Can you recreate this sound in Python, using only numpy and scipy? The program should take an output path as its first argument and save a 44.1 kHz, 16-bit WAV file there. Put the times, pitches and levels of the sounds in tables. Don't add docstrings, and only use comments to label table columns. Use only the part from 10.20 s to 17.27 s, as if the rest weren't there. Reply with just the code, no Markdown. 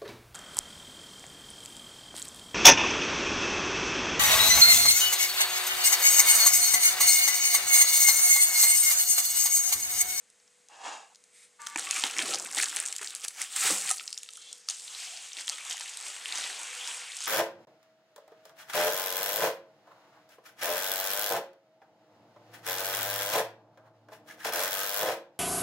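import sys
import numpy as np
from scipy import signal
from scipy.fft import rfft, irfft
from scipy.io import wavfile

SR = 44100
rng = np.random.default_rng(int(sys.argv[2]) if len(sys.argv) > 2 else 0)


def unload_audio(sound):
    columns = np.transpose(np.atleast_2d(sound))
    steps = np.round(np.clip(columns, -1, 1) * 32767)
    wavfile.write(sys.argv[1], SR, steps.astype(np.int16))


def to_linear_factor(level_db):
    exponent = np.asarray(level_db, float) / 20
    return 10 ** exponent


N = 311787
SET_DOWN_S = 4.47

# (time [s], level [dB])
DRAG_LEVEL = [(1.375, -104), (1.397, -51.5), (1.57, -54.5)]


def rms_one(x):
    return x / np.sqrt(np.mean(x ** 2) + 1e-20)


def in_time(rows):
    s, *columns = np.transpose(rows)
    return [np.interp(np.arange(N) / SR, s, c, left=-150, right=-150) for c in columns]


def at_hz(points, hz):
    point_hz, point_db = np.array(points)[:, 0], np.array(points)[:, 1]
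    return np.interp(np.log(hz), np.log(point_hz), point_db)


def colour(x, spectrum):
    hz = np.maximum(np.arange(N // 2 + 1) * SR / N, 1)
    return irfft(rfft(x) * to_linear_factor(at_hz(spectrum, hz)), N)


def band_pass(x, order, low_hz, high_hz):
    return signal.sosfilt(signal.butter(order, [low_hz, high_hz], "band", fs=SR, output="sos"), x)


def drift(rate):
    r = np.exp(-32 * np.pi * rate / SR)
    slow = signal.lfilter([1], [1, -2 * r, r * r], rng.standard_normal(N // 16 + 2002))[2000:]
    return np.interp(np.arange(N) / 16, np.arange(len(slow)), rms_one(slow))


def resonate(x, hz, width_hz):
    r = np.exp(-np.pi * width_hz / SR)
    top = np.array([1, 0, -1]) * (1 - r * r) / 2
    return signal.lfilter(top, [1, -2 * r * np.cos(2 * np.pi * hz / SR), r * r], x)


def grains(per_s, spread_db):
    size_db = spread_db * np.minimum(rng.exponential(1, N), 3)
    sizes = to_linear_factor(size_db) * rng.choice([-1, 1], N)
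    return rms_one(sizes * (rng.random(N) < per_s / SR) + 1e-18)


def quiet_room():
    # (frequency [Hz], level [dB])
    hum = [(196, -90), (441, -82.5), (491, -77)]
    # (frequency [Hz], level [dB per Hz])
    air = [(18, -24), (65, -20.5), (190, -12.5), (370, -13.5), (600, -9.5), (1050, -12), (2100, -7.5),
           (2900, -11), (5600, -11.5), (6500, -6.5), (8500, -6), (11000, -21), (16000, -44)]
    air_db = -65
    t = np.arange(N) / SR
    drone = 0
    for hz, db in hum:
        level = to_linear_factor(db + 2.5 + 2.0 * drift(11.0))
        drone = drone + level * np.sin(2 * np.pi * hz * t + 0.45 * drift(7.2))
    return to_linear_factor(air_db) * rms_one(colour(rng.standard_normal(N), air)) + drone


def throb():
    # (time [s], level [dB])
    swell = [(6.46, -81), (6.52, -57), (6.76, -63), (6.95, -69)]
    hz, beats_per_s, peak_s = 496, 16.5, 6.64
    t = np.arange(N) / SR
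    beat = 0.25 + np.cos(np.pi * beats_per_s * (t - peak_s)) ** 2
    return to_linear_factor(in_time(swell)[0]) * np.sin(2 * np.pi * hz * t) * beat


def echo(x, t60, delay_s):
    t = np.arange(round(t60 * SR)) / SR
    tail = rng.standard_normal(len(t)) * to_linear_factor(-60 * t / t60) * (t > delay_s)
    return signal.fftconvolve(x, tail / np.sqrt(np.sum(tail ** 2)))[:N]


def port_difference(mid):
    # (frequency [Hz], difference over common sound [dB])
    port_gap = [(30, -6), (100, -22), (250, -21.5), (700, -14), (2400, -15.5), (4400, -19), (7500, -29.5),
                (9300, -20), (10500, -6.5), (12500, -14), (15000, -15)]
    centred_db = np.interp(np.arange(N) / SR, [1.4, 1.6, 3.65, 3.8], [5.0, -4.5, -5.5, 2.5])
    return to_linear_factor(centred_db) * colour(echo(mid, 0.029, 0), port_gap)


def strike(rows, bright):
    out, t = np.zeros(N + 8192), np.arange(8192) / SR
    for (s, peak_db, hz, t60), (r1, r2) in zip(rows, rng.uniform(0.79, 1.1, (len(rows), 2))):
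        tones = np.sin(2 * np.pi * hz * t)
        tones = tones + bright * 0.5 * np.sin(2 * np.pi * 2.5 * r1 * hz * t)
        tones = tones + bright * 0.85 * np.sin(2 * np.pi * 2.8 * r2 * hz * t)
        push = 1 - np.exp(-t / (0.00097 + 0.43 / hz))
        i = round(s * SR)
        out[i:i + 8192] += to_linear_factor(peak_db + 4.5 - 60 * t / max(t60, .005)) * push * tones
    return out[:N]


def panel_taps():
    # (time [s], peak [dB], pitch [Hz], time to fall 60 dB [s])
    taps = [(1.558, -32.5, 314, 0.032), (2.375, -46.5, 323, 0.092), (3.445, -43, 141, 0.033),
            (4.09, -51, 1300, 0.023), (4.175, -43, 1320, 0.014), (0.675, -52, 312, 0.069),
            (1.78, -44.5, 340, 0.029), (1.838, -40.5, 277, 0.052), (1.992, -37, 346, 0.05),
            (2.13, -40, 770, 0.086), (2.115, -39.5, 1330, 0.1), (3.036, -49, 490, 0.03),
            (3.158, -49, 910, 0.02), (3.425, -38, 1330, 0.21), (3.452, -39.5, 414, 0.057),
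            (3.51, -35, 305, 0.067), (3.515, -48, 192, 0.27), (3.808, -38, 1330, 0.022),
            (5.17, -58, 300, 0.037), (5.32, -51, 1270, 0.17), (6.68, -43, 943, 0.056),
            (3.65, -58, 165, 0.064), (3.705, -31, 1266, 0.042), (3.213, -28.5, 2040, 0.023)]
    return signal.sosfilt(signal.butter(4, 110, "high", fs=SR, output="sos"), strike(taps, 0.54))


def thuds():
    # (time [s], peak [dB], pitch [Hz], time to fall 60 dB [s])
    thud_rows = [(1.558, -24, 926, 0.018), (1.668, -44.5, 1140, 0.17), (1.836, -25.5, 888, 0.022),
                 (1.987, -35, 1050, 0.033), (2.028, -43, 260, 0.19), (2.33, -44, 800, 0.022),
                 (2.372, -30.5, 820, 0.029), (2.559, -47, 850, 0.084), (2.81, -47, 411, 0.073),
                 (3.056, -47, 820, 0.024), (3.447, -38, 829, 0.034), (3.502, -27, 515, 0.028),
                 (3.519, -46, 794, 0.046), (3.71, -31, 757, 0.034), (4.485, -37, 1274, 0.019),
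                 (5.316, -60, 787, 0.031), (5.465, -44, 1170, 0.035), (5.605, -41.5, 900, 0.027),
                 (6.153, -40, 986, 0.047), (6.397, -40.5, 900, 0.03)]
    return strike(thud_rows, 0.9)


def stroke(curve, modes, flutter_db):
    friction = grains(6000, 3.3) * to_linear_factor(flutter_db * drift(43))
    body = 0
    for k, (hz, width, db) in enumerate(modes):
        ring = resonate(np.roll(friction, 97 * k), hz, width)
        body = body + to_linear_factor(db) * ring * np.sqrt(modes[0][1] / width)
    return to_linear_factor(in_time(curve)[0]) * rms_one(body)


def flap_rub():
    # (time [s], level [dB])
    rub = [(0.47, -99), (0.5, -56.5), (0.625, -47), (0.66, -37), (0.74, -41), (0.874, -60), (0.94, -66)]
    # (frequency [Hz], width [Hz], level [dB])
    flap = [(829, 175, 9.5), (1680, 43, 0), (2760, 400, 2), (3300, 1800, 0.5), (4940, 60, -6),
            (6780, 80, -5), (7300, 2400, 6), (1110, 300, 1)]
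    return signal.lfilter(*signal.butter(2, 8500, fs=SR), stroke(rub, flap, 1.0))


def finger_slide():
    # (time [s], level [dB])
    slide = [(1.06, -88), (1.15, -56.5), (1.25, -54.5), (1.36, -95)]
    # (frequency [Hz], width [Hz], level [dB])
    finger = [(2200, 330, -3), (3740, 540, -5.5), (5100, 450, -9), (8700, 1800, 6), (12000, 3000, -18)]
    return stroke(slide, finger, 0.81)


def carton_drag():
    # (frequency [Hz], width [Hz], level [dB])
    base = [(216, 14, -18), (1050, 370, -5.5), (1480, 44, -3), (1730, 80, 2), (2170, 70, -1),
            (2600, 140, -6), (4430, 900, -16)]
    return stroke(DRAG_LEVEL, base, 0.77)


def drag_song():
    # (frequency [Hz], level over the drag [dB])
    song = [(927, -0.5), (1174, 4)]
    t = np.arange(N) / SR
    tones = 0
    for hz, db in song:
        level = to_linear_factor(db + 1.8 * drift(25))
        tones = tones + level * np.sin(2 * np.pi * hz * t + 0.69 * drift(24))
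    return to_linear_factor(in_time(DRAG_LEVEL)[0]) * tones


def film_squeak():
    # (time [s], level [dB])
    squeak_level = [(4.15, -68), (4.2, -53), (4.3, -48.5), (4.42, -72)]
    # (frequency [Hz], width [Hz], level [dB])
    squeak = [(3165, 35, 0.5), (3440, 60, 3.5), (4100, 240, 1), (2710, 35, -9), (2200, 40, -15)]
    return stroke(squeak_level, squeak, 1.4)


def parcel_slide():
    # (time [s], level [dB])
    creep = [(4.75, -79), (4.93, -57), (4.99, -59)]
    # (frequency [Hz], width [Hz], level [dB])
    parcel = [(715, 54, 0)]
    return stroke(creep, parcel, 2.9)


def wall_rub():
    # (frequency [Hz], width [Hz], level [dB])
    wall = [(782, 42, 4.5), (1320, 30, -1.5), (278, 45, -7), (587, 60, -13.5)]
    rub = [(s, wall_db - 8.0) for s, _, _, wall_db, *_ in handling() if s < SET_DOWN_S]
    return stroke(rub, wall, 2.3)


def handling():
    # (time [s], film [dB], rise [s per 10 dB], fall [s per 10 dB], weight on the carton [dB])
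    tugs = [(1.4, -51.5, -1.5, 0.5, -13), (1.47, -25, -0.1654, -0.27, -17), (1.58, -39.5, -0.24, 0.14, 11),
            (1.77, -36.5, 0.12, 0.1, -15), (1.847, -35.5, 0.02, 0.07, 9), (2, -39, 0.1, 0.2, 16),
            (2.08, -42.5, 0.05, 0.45, 23), (2.148, -36, 0.16, 0.01, 15), (2.376, -30, 0.026, 0.0855, 4),
            (2.442, -31.5, 0.08, -0.01, -12), (2.568, -39, 0.1, 0.2, 3), (2.67, -47, 0, 0.08, -54),
            (2.813, -38.5, -0.02, 0.07, 0), (2.88, -46.5, -0.46, 0.24, -10), (2.955, -48.5, 0, 0.1, -1),
            (3.05, -32.5, 0.02, 0, -4), (3.212, -37.5, 0.05, 0.05, -6.5), (3.28, -65, -2, -4, -18),
            (3.36, -34.5, -0.01, 0.06, -12), (3.464, -25.5, 0.0871, 0.09, -14),
            (3.514, -33.5, 0.0852, 0.1468, 12), (3.63, -41.5, 0.08, 0.19, -4), (3.709, -32, 0.08, 0.03, -7),
            (3.81, -52.5, 1, 0.5, 7)]
    squeezes = [(4.0, -55, 0.14, 0.092, -14), (4.13, -49, 0.028, 0.44, -27), (4.32, -48, 0.31, 0.18, 8),
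                (4.497, -32, 0.0098, 0.07, -15), (4.62, -45.5, 0.13, 0.34, -4),
                (4.83, -39.5, 0.27, 0.19, -40), (5.05, -45, 0.35, 0.1, -17),
                (5.208, -39.5, 0.082, 0.058, -6), (5.33, -42, 0.1, 0.12, -4),
                (5.515, -37.5, 0.096, 0.064, -9), (5.62, -43.5, 0.22, 0.46, -14),
                (5.88, -42.5, 0.22, 0.2, -5.5), (6.18, -37.5, 0.2, 0.43, 2.5), (6.5, -51, 0.15, 1, 0),
                (6.7, -39.5, 0.33, 0.27, -13), (7.07, -38.5, 0.2, .1, -32)]
    # (time [s], palm contact [dB], crispness [0-1])
    grip = [(1.37, -13, 0.3), (1.55, -3, 0.98), (1.72, 6.5, 0.66), (2.15, -3, 0.9), (2.37, -6.5, 0.93),
            (2.52, -1, 0.87), (2.9, -1.5, 0.93), (3.05, -6, 0.77), (3.18, 0, 0.55), (3.45, -2, 0.44),
            (3.8, -5.5, 1), (4.1, -19.5, 0.85), (4.35, -20.5, 0.46), (4.6, -16, 0.6), (4.74, -2.5, 0.1),
            (5.25, -1.5, 0.76), (6.7, 1.5, 0.4), (7.08, -0.5, 0.78)]
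    # (offset [dB], share of weight, share of palm, steepness)
    answers = [
        (0.0, 0.0046, 0.069, 1.26),
        (0.53, 0.041, 0.72, 1.24),
        (-9, 0.16, 0.67, 1.37),
        (-21, 0.79, 0.56, 2.1),
    ]
    s = np.arange(grip[0][0], N / SR + .004, .004)
    at, film_db, rise, fall, weight_db = np.array([*tugs, *squeezes]).T[:, :, None]
    before = (at - s) / np.maximum(rise, 1e-3)
    after = (s - at) / np.maximum(fall, 1e-3)
    away = np.where(s < at, before, after)
    grip_s, *grip_columns = np.array(grip).T
    palm_db, crisp = (np.interp(s, grip_s, c) for c in grip_columns)
    zones = []
    for offset_db, heavy, palm, steep in answers:
        gestures = to_linear_factor(film_db + heavy * weight_db - 10 * steep * away)
        total_db = 20 * np.log10(np.linalg.norm(gestures, axis=0))
        zones.append(total_db + offset_db + palm * palm_db)
    return np.transpose([s, *zones, crisp])


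def crackle(per_s, spread_db, fade_s):
    clumps = to_linear_factor(np.clip(6.5 * drift(34), -20, 6))
    clicks = np.abs(grains(per_s, spread_db)) * clumps
    return rms_one(signal.lfilter([1], [1, -np.exp(-1 / (fade_s * SR))], clicks))


def crinkle():
    centres_hz = (7000, 2800, 1050, 300, 13000)
    # (time [s], level [dB])
    sheen = [(1.4, -21), (1.6, -18.5), (2.6, -17.5), (3.5, -12), (3.9, -17), (4.1, -33), (4.45, -57),
             (4.6, -28.5), (7.07, -32.5)]
    # (frequency [Hz], level [dB per Hz])
    in_carton = [(59, -58), (100, -40), (185, -9), (219, -16), (277, -5), (634, -7.5), (818, -10),
                 (1080, -9), (1310, -5), (4200, -1.5), (7770, 10.5), (9210, -4), (14700, -31), (16000, -31)]
    free_wrap = [(59, -75), (100, -90), (266, -22.5), (461, -18.5), (492, -14.5), (547, -16), (801, -4),
                 (1360, -4), (3190, -1), (4470, -1.5), (8280, 8.5), (12000, -22.5), (15500, -22)]
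    crease_low_hz = 695
    *zone_db, crisp = in_time(handling())
    zone_db.append(zone_db[0] + in_time(sheen)[0])
    crisp = np.clip(crisp, 0, 1)
    order = np.argsort(centres_hz)
    zone_hz, zone_db = np.array(centres_hz)[order], np.array(zone_db)[order]
    zone_width_hz = np.array([470, 1200, 2700, 5500, 5000])
    per_hz_db = zone_db - 10 * np.log10(zone_width_hz)[:, None]
    small, large = crackle(600, 5.0, .00025), crackle(400, 3.0, .0008)
    white = rng.standard_normal((2, N))
    edges = 87.3 * 2 ** np.arange(0, 7.7, 1 / 3)
    freed = np.arange(N) > SET_DOWN_S * SR
    out = 0
    for k, (low, high) in enumerate(zip(edges, edges[1:])):
        hz = np.sqrt(low * high)
        place = np.interp(np.log(hz), np.log(zone_hz), np.arange(5))
        a = min(int(place), 3)
        share = place - a
        glide = (1 - share) * per_hz_db[a] + share * per_hz_db[a + 1]
        bend = []
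        for c in (in_carton, free_wrap):
            straight = (1 - share) * at_hz(c, zone_hz[a]) + share * at_hz(c, zone_hz[a + 1])
            bend.append(at_hz(c, hz) - straight)
        level_db = glide + np.where(freed, bend[1], bend[0]) + 10 * np.log10(high - low)
        fine = np.clip(np.log2(hz / 1500) / 2.74, 0, 1)
        sharp = crisp ** 2 * min(hz / crease_low_hz, 1) ** 2
        small_power = (small ** 2 + np.roll(small, 3001 * (k // 2)) ** 2) / 2
        large_power = np.roll(large, 5003 * (k // 3)) ** 2
        creases = fine * small_power + (1 - fine) * large_power
        drive = white[k % 2] * np.sqrt(sharp * creases + 1 - sharp)
        waver_db = 0.9 * drift(34) + 1.5 * drift(6.0)
        out = out + to_linear_factor(level_db - 0.5 + waver_db) * rms_one(band_pass(drive, 2, low, high))
    return out


def small_snaps():
    per_s, over_film_db, spread_db = 170, 8, 3.5
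    low_hz, high_hz = 1700, 9300
    s, film_db, *_, crisp = handling().T
    when, size, pitch = rng.random((round((s[-1] - s[0]) * per_s), 3)).T
    when = s[0] + when * (s[-2] - s[0])
    crisp_film_db = film_db + 20 * np.log10(np.clip(crisp, .05, 1))
    peak_db = np.interp(when, s, crisp_film_db) + over_film_db
    peak_db = peak_db - spread_db * np.log(np.maximum(size, 0.2))
    return list(zip(when, peak_db, low_hz + (high_hz - low_hz) * np.sqrt(pitch)))


def snaps():
    # (time [s], peak [dB], pitch [Hz])
    flap_ticks = [
        (0.1014, -41.5, 7500),
        (0.2778, -47, 5060),
        (0.4863, -38, 7000),
        (0.2, -50, 6000),
        (0.9478, -44, 3820),
        (0.9576, -38.5, 6800),
        (1.0397, -38, 6960),
    ]
    # (time [s], peak [dB], pitch [Hz])
    film_snaps = [(1.4183, -28, 7450), (1.4651, -28, 4540), (1.5597, -17.5, 2300), (1.5951, -12.5, 7700),
                  (1.671, -23.5, 2600), (1.7099, -8.5, 7800), (1.762, -18, 7950), (1.769, -15.5, 7300),
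                  (1.797, -16.5, 8000), (1.838, -12, 3240), (1.966, -23.5, 1760), (1.985, -11.5, 6500),
                  (1.9916, -13, 2690), (2.002, -17, 3330), (2.0238, -26, 2430), (2.0926, -24, 4400),
                  (2.1378, -15, 4460), (2.145, -14.5, 5630), (2.186, -18, 8260), (2.248, -21, 9300),
                  (2.348, -16, 8000), (2.4, -15, 7700), (2.4255, -11, 8100), (2.442, -13, 6250),
                  (2.4952, -21, 7700)]
    lift_snaps = [(2.5625, -9.5, 8360), (2.568, -15, 7500), (2.601, -11, 8500), (2.655, -20.5, 7600),
                  (2.661, -13.5, 7860), (2.6762, -19, 7400), (2.7262, -17.5, 7400), (2.7637, -18, 7600),
                  (2.846, -19, 6760), (2.874, -20, 4600), (2.906, -25, 8300), (2.95, -14, 8740),
                  (3.018, -30.5, 4500), (3.081, -18.5, 7500), (3.2173, -8, 8700), (3.2256, -18.5, 6960),
                  (3.362, -13, 8100), (3.705, -10.5, 8100), (3.7124, -6.5, 7440), (3.778, -28, 5310),
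                  (3.7969, -25.5, 2920), (3.878, -20, 4400), (3.912, -39, 4870), (3.9284, -18, 5030),
                  (3.977, -20.5, 5470), (4.0321, -23.5, 8700), (4.089, -30.5, 3200), (4.171, -29, 8650),
                  (4.3287, -23, 6700)]
    floor_snaps = [(4.4872, -14, 5470), (4.4994, -15.5, 6470), (4.679, -29.5, 3700), (4.973, -26, 4560),
                   (5.169, -24.5, 3120), (5.273, -21, 7060), (5.28, -17, 3300), (5.291, -14.5, 7100),
                   (5.2963, -13, 6130), (5.498, -23, 7000), (5.5114, -20, 7200), (5.5795, -24.5, 2800),
                   (5.609, -20.5, 2620), (6.0576, -20.5, 2430), (6.1238, -19, 3300), (6.156, -18.5, 6030),
                   (6.175, -21.5, 6060), (6.183, -19.5, 7300), (6.21, -24.5, 3500), (5.965, -28, 2640),
                   (6.021, -44, 3100), (6.2398, -22, 3100), (6.675, -22, 4380), (6.919, -29, 3230),
                   (6.9677, -22, 7650)]
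    more_dig_snaps = [(1.4853, -33, 7300), (1.4997, -29, 8300), (1.545, -37, 4100), (1.5749, -17.5, 7900),
                      (1.5866, -23, 7800), (1.6089, -33, 6200), (1.6142, -25, 6800), (1.6889, -27, 6600),
                      (1.729, -25.5, 2440), (1.743, -20, 7200), (1.7805, -21, 8100), (1.789, -21, 7400),
                      (1.8084, -20, 6600), (1.823, -21, 5400), (1.911, -23, 7000), (1.9344, -29, 6200),
                      (2.0195, -26, 3500), (1.976, -23, 6100), (2.0238, -16.5, 7400), (2.0603, -17, 7800),
                      (2.1, -19, 6640), (2.1107, -16.5, 5100), (2.147, -20, 5300), (2.1566, -17, 5040),
                      (2.1983, -17.5, 6900), (2.2243, -22, 7500), (2.2483, -28, 8400), (2.2608, -32.5, 2500),
                      (2.3134, -23.5, 8350), (2.326, -21, 7000), (2.332, -26, 6800), (2.3878, -26, 7000),
                      (2.416, -22, 6800), (2.4316, -22, 8200), (2.458, -18, 3950), (2.4792, -27, 6800),
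                      (2.4849, -20.5, 5170)]
    more_lift_snaps = [(2.5017, -22, 7900), (2.527, -28, 1520), (2.568, -14.5, 2670), (2.685, -17, 7500),
                       (2.7075, -34, 8700), (2.741, -39, 7100), (2.7522, -32, 7700), (2.7578, -31, 5000),
                       (2.783, -20, 7100), (2.7931, -32, 2080), (2.8544, -33, 2030), (2.8603, -41, 2620),
                       (2.9598, -28, 7300), (2.9656, -30, 6500), (3.055, -29, 6300), (3.0593, -29.5, 1990),
                       (3.0834, -18, 8900), (3.1068, -35, 2030), (3.233, -26, 3660), (3.24, -23, 7600),
                       (3.2475, -34, 2200), (3.5074, -11, 7300), (3.53, -25, 8000), (3.5835, -16, 7200),
                       (3.6439, -23, 9300), (3.6915, -24, 7300), (3.6999, -30, 2900), (3.782, -24.5, 5300),
                       (3.807, -34, 2920), (3.8277, -31, 8600), (3.8556, -35, 7900), (3.9044, -29, 8400),
                       (3.9441, -33, 4570), (3.986, -29, 8200), (4.1055, -30.5, 6840), (4.1166, -47, 3100),
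                       (4.1347, -30.5, 8400), (4.225, -39, 6100), (4.2304, -51, 3200), (4.3558, -43, 3330),
                       (4.3816, -38.5, 8700)]
    more_floor_snaps = [(4.7485, -30.5, 4170), (4.9651, -35, 4500), (5.0375, -38, 6300), (5.0685, -40, 7300),
                        (5.1188, -33, 3070), (5.132, -28, 5700), (5.174, -32, 3500), (5.186, -27.5, 3100),
                        (5.1958, -31, 3300), (5.359, -34, 3600), (5.372, -35, 6400), (5.3832, -29, 2320),
                        (5.4061, -33, 3000), (5.451, -27, 8500), (5.466, -37, 3300), (5.5276, -21, 6900),
                        (5.5695, -25, 7000), (5.597, -26, 7340), (5.695, -26, 7500), (5.744, -31.5, 3900),
                        (5.811, -24, 7000), (5.826, -28, 7500), (5.772, -22, 7700), (5.866, -26.5, 2890),
                        (5.8822, -30, 8000), (6.0817, -23, 7700), (6.1069, -32, 4000), (6.2975, -26, 8240),
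                        (6.393, -26, 8500), (6.4021, -41, 3100), (6.416, -26, 8000), (6.4322, -24.5, 7100),
                        (6.4538, -32, 8200), (6.5507, -27, 8500), (6.989, -26, 6640), (7.0056, -24, 6500),
                        (7.0241, -23, 6200), (7.039, -21, 7950), (7.0576, -21, 8000)]
    bounce_s, bounce_db = .0022, -11
    rows = [*flap_ticks, *film_snaps, *lift_snaps, *floor_snaps, *more_dig_snaps, *more_lift_snaps, *more_floor_snaps]
    rows = rows + small_snaps()
    out, t = np.zeros(N + 1024), np.arange(1024) / SR
    for (s, peak_db, hz), hiss in zip(rows, rng.standard_normal((len(rows), 1024))):
        burst = hiss * to_linear_factor(-60 * t / (0.0051 + 9.2 / hz)) + 2.87 * (t == 0)
        pitched = resonate(resonate(burst, hz, 0.46 * hz), hz, 1.13 * hz)
        broad = resonate(resonate(burst, 3000, 12000), 3100, 11200)
        burst = pitched + (0.27 + 0.15 * hiss[-1]) * broad
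        i = round(s * SR)
        out[i:i + 1024] += to_linear_factor(peak_db + 1.5) * burst / np.abs(burst).max()
    return out[:N] + to_linear_factor(bounce_db) * np.roll(out, round(bounce_s * SR))[:N]


def scene():
    contacts = snaps() + thuds() + flap_rub() + finger_slide() + carton_drag()
    contacts = contacts + film_squeak() + parcel_slide() + drag_song() + wall_rub()
    near = crinkle() + panel_taps() + band_pass(contacts, 3, 220, 9130)
    room_t60_s, room_db = 0.24, -11.5
    mid = near + to_linear_factor(room_db) * echo(near, room_t60_s, 0.0032) + quiet_room() + throb()
    side = port_difference(mid)
    return np.array([mid + side, mid - side])


def top_cut(x):
    return signal.sosfilt(signal.butter(12, 16470, fs=SR, output="sos"), x)


def record(dry):
    cut = signal.sosfilt(signal.ellip(10, .5, 60, 15800, fs=SR, output="sos"), dry)
    return top_cut(cut)


dry = scene()
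out = record(dry)
unload_audio(out)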